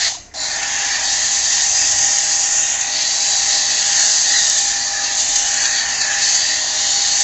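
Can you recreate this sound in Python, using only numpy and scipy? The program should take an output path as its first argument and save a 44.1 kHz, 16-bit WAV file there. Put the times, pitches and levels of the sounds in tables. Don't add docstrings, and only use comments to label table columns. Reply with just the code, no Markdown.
import sys
import numpy as np
from scipy import signal
from scipy.fft import rfft, irfft, next_fast_len
from scipy.io import wavfile
from scipy.ndimage import uniform_filter1d, map_coordinates

SR = 44100
rng = np.random.default_rng(int(sys.argv[2]) if len(sys.argv) > 2 else 0)


def int16_out(signal):
    q = np.round(np.clip(np.atleast_2d(signal).T, -1, 1) * 32767)
    wavfile.write(sys.argv[1], SR, q.astype(np.int16))


def voltage_ratio(decibels):
    exponent = np.asarray(decibels, float) / 20
    return 10 ** exponent


N = 318843
TIME = np.arange(N) / SR
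RELEASE_S, PULL_S = 0.084, 0.339

# [start_s, jet_towards_microphone_db, nozzle_nearness_db]
LANCE_PATH = [(0, -20, 4), (.3, -23.5, -3.5), (.68, -24.5, 3.5), (.97, -23, 3.5), (1.15, -18.5, 0.5),
              (2.1, -16, 0), (2.7, -18.5, -2.5), (2.9, -22, -2.5), (3.3, -17, -2), (3.6, -19.5, 0.5),
              (4.1, -15.5, 3), (4.58, -17, -1), (5, -23, -1), (5.3, -19, -1.5), (5.65, -19, 4),
              (6.0, -23, 3), (6.65, -22.5, -0.5), (7.23, -16, 1.5)]
# [middle_s, length_s, jet_db, extra_rasp_db]
SURGES = [(.05, 0.047, 0, 8.5), (.152, 0.014, 2.5, 4), (.345, 0.011, 4, 5), (.42, 0.079, 0, 6),
          (.85, 0.0601, 2, -3.5), (1.12, 0.08, 0, 2.5), (1.45, 0.15, 1, -1), (1.82, 0.1508, 1.5, -3),
          (2.98, 0.076, 0.5, 4), (3.2, 0.17, 0, 1.5), (3.54, 0.072, 1.1, 5), (3.76, 0.18, 0, 3),
          (4.0, 0.057, 1, 0), (4.13, 0.092, 0, 1), (4.22, .1, -0.5, 1), (4.37, 0.19, 0.5, 1),
          (4.6, 0.032, 1, 0), (4.9, 0.19, -0.5, 2), (5.06, 0.02, 1, 3), (5.2, 0.066, 2.5, 2),
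          (5.39, 0.05, 1.5, -0.5), (5.78, .06, -1, 5), (6.04, 0.056, 1, 0), (6.13, 0.055, 0, 1.5),
          (6.23, 0.04, 0.5, 4.5), (6.43, 0.065, 1, 2.5), (6.3, .11, 6, 1.5), (6.55, .1, 2.5, 2),
          (6.8, 0.23, 0.5, 4), (7.05, 0.12, -0.5, 3.5)]
# [middle_s, level_db]
SPUTTERS = [(0.632, 5), (0.851, 3), (1.105, 1), (1.262, 0), (1.818, 3.5), (1.922, 2.5), (1.989, 2.5),
            (2.634, 2), (2.814, 4), (3.532, 2.5), (3.929, 3), (3.997, 3), (4.501, 0.5), (4.585, 4),
            (5.046, 4.5), (5.362, 6.5), (5.543, 4.5), (5.657, 5), (6.017, 4.5), (6.297, 1.5), (6.352, 4),
            (7.206, 3.0)]


def lance():
    facing_db, near_db = curves(LANCE_PATH)
    surge_db, strike_db = bumps(SURGES)
    fizz_db = facing_db + surge_db
    swing_db = fizz_db + 19
    sputter_db, = bumps([(s, 0.0047, 1.22 * db) for s, db in SPUTTERS])
    flutter_db = sputter_db + 0.3 * wobble(8.2) + 0.4 * wobble(30) + 0.61 * wobble(350)
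    flow = voltage_ratio(trigger(sag_db=1, fall_db_per_s=133, start_db=-18, build_s=0.036))
    singing = flow * whistle(near_db, flutter_db)
    hiss = fizz(fizz_db, flutter_db) + rasp(swing_db, strike_db, near_db, flutter_db)
    hiss = hiss + spray(swing_db, near_db, flutter_db)
    heard = surroundings(flow * hiss + 0.64 * singing, direct=0.5 * singing)
    return heard + flow * panel() + spits()


# [pitch_hz, level_db_per_hz]
FIZZ_COLOUR = [(3120, -41), (5300, -10), (6280, 2), (6890, 0.5), (7670, -7), (7870, -17), (8400, -31.5),
               (10900, -61.5), (18500, -120)]


def fizz(fizz_db, flutter_db):
    noise = rush(FIZZ_COLOUR, patchy_db=1.05)
    top = filtered(noise, lambda hz: 1 / (1 + (7300 / (hz + 1)) ** 24))
    dulling = np.clip(0.14 * (-18.5 - fizz_db), 0, 0.45)
    return voltage_ratio(fizz_db - 0.72 + flutter_db) * (noise - dulling * top)


def rasp(swing_db, strike_db, near_db, flutter_db):
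    level_db = -25 + 0.63 * swing_db + strike_db + 0.55 * wobble(7)
    level_db = level_db + trigger(sag_db=1.8, fall_db_per_s=5, start_db=3.4, build_s=0.03)
    pitch_hz = 4578 + 10 * swing_db + 44.67 * wobble(6)
    broad = resonance(pitch_hz, width_hz=1880, steep=2.51)
    core = 0.32 * voltage_ratio(0.76 * near_db) * resonance(pitch_hz, width_hz=330)
    return voltage_ratio(level_db - 1.0 + flutter_db) * patchy(broad + core, patchy_db=1.43)


# [middle_s, length_s, level_db, pitch_shift_hz]
FLARES = [(.065, 0.026, 3, 110), (.22, 0.051, 7, 28), (.32, 0.016, 28, 30), (.42, 0.081, 4, -59.5),
          (.94, 0.029, 3, 9.5), (2.07, 0.053, 2, 10.5), (3.54, 0.065, -0.5, -9.5), (4.02, 0.042, 1.5, -20),
          (4.17, 0.077, -0.5, -0.5), (6.72, 0.081, -1.5, -40.5), (.8, .15, -1, 30), (1.55, 0.11, 0, 0),
          (3.45, 0.095, 1.5, 30), (4.36, 0.056, 7.5, 50), (5.65, .1, 1, -39.5), (5.0, 0.082, 0, -120),
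          (4.7, .1, 1, -68.5), (5.45, .1, 0.5, -80), (6.08, .08, 3, -61), (6.22, .1, 3.5, -10),
          (6.54, 0.058, 1.5, 20), (7.02, 0.081, 1, 10)]


def whistle(near_db, flutter_db):
    flare_db, shift_hz = bumps(FLARES)
    level_db = -31 + near_db + flare_db + 0.99 * wobble(10)
    level_db = level_db + trigger(sag_db=7.5, fall_db_per_s=5, start_db=-2.5, build_s=0.1)
    pitch_hz = 1848 - 12 * near_db + shift_hz + 12 * wobble(5)
    return voltage_ratio(level_db - 1.5 + 0.4 * flutter_db) * resonance(pitch_hz, width_hz=253, steep=1.55)


# [pitch_hz, level_db_per_hz]
SPRAY_COLOUR = [(900, -45), (1300, -19.5), (2200, -2.5), (2800, 1.5), (3600, 0), (5400, -1), (7500, 2.5),
                (8200, -33.5)]


def spray(swing_db, near_db, flutter_db):
    level_db = -31 + 0.47 * near_db + 0.052 * swing_db + 0.51 * wobble(7.4)
    level_db = level_db + trigger(sag_db=0, fall_db_per_s=-3, start_db=-2, build_s=0.12)
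    return voltage_ratio(level_db + 3.5 + 0.42 * flutter_db) * rush(SPRAY_COLOUR, patchy_db=2.0)


# [middle_s, peak_db, pitch_hz, half_length_s]
SPITS = [
    (.3392, -30, 6000, .00012),
    (4.49956, 1.1, 6700, .00026),
]


def spits():
    out = np.zeros(N)
    for s, db, hz, half in SPITS:
        t = TIME - s
        out += voltage_ratio(db) * np.exp(-(t / half) ** 2) * np.cos(2 * np.pi * hz * t)
    return out


# [middle_s, length_s, level_db]
DRUMMING = [
    (.42, 0.046, -3),
    (.8, 0.27, 5.5),
    (3.7, .3, 1.5),
    (4.9, 0.4, -10.5),
    (5.85, 0.21, 3.5),
    (6.25, .15, 0.5),
]


def panel():
    level_db = -47 + bumps(DRUMMING)[0] + 1.2 * wobble(5.5)
    return voltage_ratio(level_db) * resonance(927 + 60 * wobble(3), width_hz=440)


# [extra_delay_s, level_db]
ECHOES = [(.0015, -10), (.0021, -16), (.0029, -13), (.0036, -23.5), (.0046, -7), (.0055, -8), (.0064, -11),
          (.0076, -7.5), (.0092, -12.5), (0.012, -18.5), (.015, -10.5)]
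# [start_s, length_s, from_hz, to_hz, depth_db]
HOLLOWS = [(.17, 0.48, 3300, 2860, 4), (0.543, 0.26, 4320, 4500, 5), (2.2, 0.66, 3670, 4400, 6),
           (2.4, 0.66, 4600, 4910, 5.5), (4.7, 0.5, 3500, 3093, 4.5), (5.48, 0.21, 3700, 3700, 7.5),
           (5.66, 0.12, 3300, 2790, 8), (5.86, 0.16, 3810, 3650, 7), (5.97, 0.094, 3500, 2900, 11),
           (6.04, 0.076, 3000, 3700, 7), (6.08, 0.12, 4500, 4400, 3), (.33, .2, 1200, 1200, 6),
           (6.85, .4, 8040, 8000, 2.5), (5.75, .45, 8000, 8000, 1), (.7, .25, 3000, 3000, 2.5),
           (4.7, .1, 4200, 4190, 2.5), (.4, .18, 2900, 2900, 4), (2.72, .22, 5300, 5300, 3),
           (4.06, .22, 1800, 1800, 3), (.16, .1, 1500, 1500, 4), (5.78, .08, 3700, 3700, 2),
           (5.5, 0.43, 5000, 5200, 4.5), (6.25, 1, 5100, 5170, 2.5), (.33, 0.18, 3000, 2900, 3),
           (.33, 0.15, 6350, 6350, 4), (.335, 0.21, 1800, 1800, 4.5), (1.75, 0.57, 4030, 4300, 3.5),
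           (2.8, 0.46, 3080, 3120, 1.5), (3.35, 0.27, 3400, 3420, 3), (3.95, 0.75, 2290, 2440, 5.5),
           (4.6, 0.39, 2700, 2517, 3.5), (5.1, 0.48, 5300, 5160, 2), (6.55, 0.69, 2650, 2450, 3)]
# [start_s, length_s, from_hz, to_hz, lift_db]
RIDGES = [(.36, 0.18, 4070, 4180, 5.5), (.55, 0.15, 2600, 2580, 8), (1.04, 0.11, 3746, 3780, 7),
          (2.55, 0.48, 2850, 2780, 7.5), (2.92, 0.25, 4630, 4450, 4.5), (3.15, 0.3, 3980, 3980, 7),
          (4.1, 0.37, 4500, 4960, 2), (5.5, 0.63, 4570, 4450, 3.5), (5.9, 0.43, 2630, 2580, 6),
          (6.19, 0.14, 4400, 4450, 6), (6.3, .25, 4550, 4630, 4), (6.65, 0.8, 4440, 4300, 3),
          (.34, 0.14, 7100, 7100, 9), (.35, .16, 5650, 5700, 7), (.3, 0.47, 2150, 2170, 3.5),
          (.4, 0.27, 1470, 1450, 11.5), (.5, 0.2, 4750, 4760, 4), (.78, 0.31, 4720, 4650, 3),
          (1.28, .4, 3730, 3613, 5), (1.38, 0.21, 4700, 4860, 6), (1.4, 0.22, 5770, 5750, 1),
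          (1.7, 0.2, 5000, 4800, 8.5), (1.75, 0.49, 3000, 3120, 3), (2.3, 0.61, 6750, 7110, 3),
          (2.4, 0.59, 1500, 1510, 16.5), (3.1, 0.28, 1590, 1600, 13), (3.45, .2, 4900, 4900, -1),
          (3.55, 0.24, 2618, 2670, 5), (3.97, .1, 4400, 4400, 7.5), (2.75, 0.18, 2520, 2520, 9),
          (4.3, 0.37, 3800, 3740, 7.5), (4.3, 0.15, 3260, 3300, 2), (5.25, 0.3, 3700, 3620, 6),
          (5.28, 0.31, 2983, 2940, 7), (5.85, 0.35, 7060, 6900, 3), (4.45, .2, 2550, 2550, 5),
          (4.7, 0.67, 1210, 1200, 14), (5.55, 0.23, 1350, 1350, 0), (6.7, 0.33, 5600, 5600, 4.5),
          (6.2, 0.18, 6200, 6300, 1.5), (6.33, 0.42, 4700, 4620, 5), (6.68, .35, 3725, 3800, 4),
          (6.8, 0.3, 7200, 6973, 5.5),
          (.5, 0.35, 1500, 1400, 4), (.9, .15, 1850, 1830, 2), (1.15, .25, 2100, 1900, 0),
           (1.75, 0.37, 1850, 2100, 2), (3.95, 0.094, 1800, 1800, 4.5), (4.88, 0.16, 1660, 1800, 7.5),
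           (6.4, 0.24, 1770, 2000, 8), (6.0, .3, 1720, 1770, -0.5), (6.45, .2, 1850, 1790, 2),
           (0.85, .2, 4600, 4600, 3.5), (1.0, 0.2, 4600, 5600, 2.5), (1.15, .2, 4250, 4250, 3),
           (5.6, .1, 4100, 3780, 8), (4.3, 0.11, 4230, 4000, 10), (5.3, 0.13, 4400, 5700, 5),
           (4.2, .25, 4700, 4900, 2), (6.98, 0.24, 4000, 4450, 2.5), (6.22, 0.23, 6200, 6350, 1.5),
           (5.98, 0.086, 4500, 4450, 6.5), (5.55, .14, 4450, 4500, 4), (5.7, .16, 4650, 4600, 4),
           (.6, .25, 1450, 1450, 4), (1.28, .25, 1450, 1450, 4), (0, .1, 1800, 1800, 3),
           (3.62, .12, 4550, 4550, 3), (4.55, .2, 4200, 4000, 3), (.2, .1, 6400, 6400, 4)]


def surroundings(jet, direct):
    stretch = 1 + 0.0397 * np.cos(2 * np.pi * (TIME - 1.1) / 1.3)
    dulled = filtered(jet, lambda hz: 1 / np.sqrt(1 + (hz / 4300) ** 4))
    heard = direct + jet
    for s, db in ECHOES:
        level_db = db - 3 + 2.5 * np.tanh(wobble(3.5))
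        delay_s = s * stretch + 0.00012 * wobble(2.5)
        heard = heard + voltage_ratio(level_db) * np.interp(TIME - delay_s, TIME, dulled, left=0)
    hz, t, z = signal.stft(heard, SR, nperseg=512)
    lift_db = glides(RIDGES, 0.035, hz, t) - glides(HOLLOWS, 0.13, hz, t)
    return signal.istft(z * voltage_ratio(lift_db), SR, nperseg=512)[1][:N]


# [pitch_hz, level_db_per_hz]
CASING_COLOUR = [(20, -10.5), (120, -16), (250, -8.5), (480, -15.5), (570, -7), (660, 1.5), (950, -1.5),
                 (1300, -7.5), (2500, -9)]
# [multiple_of_shaft_speed, level_db]
SHAFT_ORDERS = [(3, -20.5), (5, -21.5), (6, -16), (8, -23.5), (9, -22), (13, -7.5), (15, -18.5), (16, -6),
                (17, 2.5), (18, -12.5), (19, -21), (20, -10.5)]


def machine():
    casing_db = -34.5 + 0.21 * wobble(2.0) + 0.22 * bumps(DRUMMING)[0]
    casing_db = casing_db + trigger(sag_db=1.5, fall_db_per_s=85, start_db=-3, build_s=0.045)
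    tones_db = -42.5 - 3 * (TIME < PULL_S)
    tones_db = tones_db + trigger(sag_db=16, fall_db_per_s=45, start_db=-9, build_s=0.05)
    slip = 0.6 * np.clip(TIME - RELEASE_S, 0, PULL_S - RELEASE_S)
    slip = slip * np.exp(-np.maximum(TIME - PULL_S, 0) / 0.02)
    shaft_hz = 47.44 * (1 - slip + 0.00035 * wobble(2.987))
    turn = 2 * np.pi * np.cumsum(shaft_hz) / SR
    tones = np.zeros(N)
    for k, db in SHAFT_ORDERS:
        waver_db = (2.2 - 0.06 * db) * (wobble(9) + wobble(28))
        tones += voltage_ratio(db + waver_db) * np.sin(k * turn + rng.uniform(0, 2 * np.pi))
    throb = 1 + 0.21 * np.cos(3 * turn) + 0.086 * np.cos(turn)
    return voltage_ratio(tones_db + 4.5) * tones + voltage_ratio(casing_db - 3.5) * throb * rush(CASING_COLOUR, patchy_db=1.0)


# [start_s, peak_db, pitch_hz, time_to_fall_60_db_s]
KNOCKS = [(.005, -34.5, 696, 0.26), (.065, -31, 680, .15), (.1, -29, 796, .08), (.122, -22.5, 780, 0.04),
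          (.17, -34.5, 703, 0.14), (.275, -43, 707, .12), (0.414, -30, 990, .04), (0.149, -27, 980, 0.04),
          (.196, -33, 60, .05), (.339, -24, 6500, .004), (.345, -30, 810, 0.067), (.37, -29, 645, 0.095)]


def valve():
    out = np.zeros(N)
    for s, db, hz, t60 in KNOCKS:
        t = np.maximum(TIME - s, 0)
        out += voltage_ratio(db - 60 * t / t60) * np.sin(2 * np.pi * hz * t) * (1 - np.exp(-t / 0.001))
    return out


# [middle_s, length_s, level_db]
GUSTS = [
    (.5, .3, 9),
    (1.35, 0.27, 12),
    (3.5, .2, 7.5),
    (4.5, 0.23, 10.5),
    (5.25, 0.4, 15.5),
]
# [pitch_hz, level_db]
MAINS = [
    (100.3, 2),
    (300, -5),
]
# [pitch_hz, width_hz, level_db]
DRONES = [
    (31, 9, -7),
    (71.5, 9.9, -0.5),
]


def yard():
    buffet_db = -62.5 + bumps(GUSTS)[0] + 1.2 * wobble(6)
    buffet = voltage_ratio(buffet_db) * rush([(10, -5), (22, -5), (33, 5), (45, -15), (58, -22.5)], patchy_db=-0.5)
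    hum_db = -49.5 + bumps([(1.87, 0.22, 6), (2, 0.08, 4), (1.15, 0.15, 3)])[0]
    hum = sum(voltage_ratio(db + 1.3 * wobble(4.3)) * np.sin(2 * np.pi * hz * TIME) for hz, db in MAINS)
    drone = sum(voltage_ratio(db) * resonance(hz, width_hz) for hz, width_hz, db in DRONES)
    air = voltage_ratio(-49) * rush([(40, -4.5), (300, -8), (600, -11), (1100, -21), (2000, -13.5), (3400, -23.5),
                           (6400, -17), (8000, -24.5)], patchy_db=1.5)
    return buffet + voltage_ratio(hum_db - 5.5) * (hum + drone) + air


def trigger(sag_db, fall_db_per_s, start_db, build_s):
    off = np.maximum(TIME - RELEASE_S, 0)
    falling = -sag_db * (1 - np.exp(-off / 0.0087)) - fall_db_per_s * off
    building = start_db * np.exp(-np.abs(TIME - PULL_S) / build_s)
    return np.where(TIME < PULL_S, falling, building)


def bumps(rows):
    s, length, *heights = np.transpose(rows)
    coarse = TIME[::128]
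    bells = np.exp(-((coarse[:, None] - s) / length) ** 2)
    return [np.interp(TIME, coarse, bells @ h) for h in heights]


def glides(rows, width, hz, t):
    total = 0
    for s, length, from_hz, to_hz, db in rows:
        u = np.clip((t - s) / length, 0, 1)
        centre_hz = from_hz + (to_hz - from_hz) * u
        shape = np.exp(-((hz[:, None] / centre_hz - 1) / width) ** 2)
        total = total + db * np.sin(np.pi * u) ** 0.6 * shape
    return total


def curves(rows):
    s, *columns = np.transpose(rows)
    return [np.interp(TIME, s, column) for column in columns]


def wobble(rate):
    coarse = TIME[::8]
    points = rng.standard_normal(int(N * rate / SR) + 4)
    return np.interp(TIME, coarse, map_coordinates(points, [coarse * rate]))


def unit(x):
    return x / np.sqrt(np.mean(np.abs(x) ** 2) + 1e-20)


def filtered(x, response):
    m = next_fast_len(N + 8192)
    return irfft(rfft(x, m) * response(np.fft.rfftfreq(m, 1 / SR)), m)[:N]


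def patchy(x, patchy_db):
    z = signal.stft(x, nperseg=512)[2]
    field = uniform_filter1d(rng.standard_normal(z.shape), 5, 0)
    field = uniform_filter1d(field, 12, 1)
    return unit(signal.istft(z * voltage_ratio(patchy_db * unit(field)), nperseg=512)[1][:N])


def rush(spectrum, patchy_db):
    ends = (spectrum[0][0] / 1.1, -120), (spectrum[-1][0] * 1.05, -120)
    hz, db = np.transpose([ends[0], *spectrum, ends[1]])
    noise = filtered(rng.standard_normal(N), lambda f: voltage_ratio(np.interp(np.log(f + 1), np.log(hz + 1), db)))
    return patchy(noise, patchy_db)


def resonance(centre_hz, width_hz, steep=2):
    def sway():
        return filtered(rng.standard_normal(N), lambda f: (1 + (2 * f / width_hz) ** 2) ** (-steep / 2))
    turn = 2 * np.pi * np.cumsum(centre_hz + 0 * TIME) / SR
    return unit(sway() * np.cos(turn) + sway() * np.sin(turn))


def scene():
    return (lance() + machine() + valve() + yard())[None]


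def low_pass(x):
    return signal.sosfilt(signal.butter(12, 15750, fs=SR, output="sos"), x)


def record(dry):
    hz, t, z = signal.stft(dry[0], SR, nperseg=1024)
    loud_db = 20 * np.log10(np.linalg.norm(z, axis=0) + 0.003) + 19
    jumps = np.repeat(rng.standard_normal(len(t)), 2)[:len(t)]
    edge_hz = 8387 + 8.5 * loud_db + 70 * jumps
    edge_hz += 2600 * (np.abs(t - PULL_S) < 0.007)
    kept = signal.istft(z * (hz[:, None] < edge_hz), SR, nperseg=1024)[1][:N]
    hiss = voltage_ratio(-88) * rush([(8600, -30), (11500, -22), (13500, 0), (15600, 0)], patchy_db=3)
    clipped = np.clip(kept + hiss, -1.04, 0.93)
    return low_pass(clipped[None])


dry = scene()
out = record(dry)
int16_out(out)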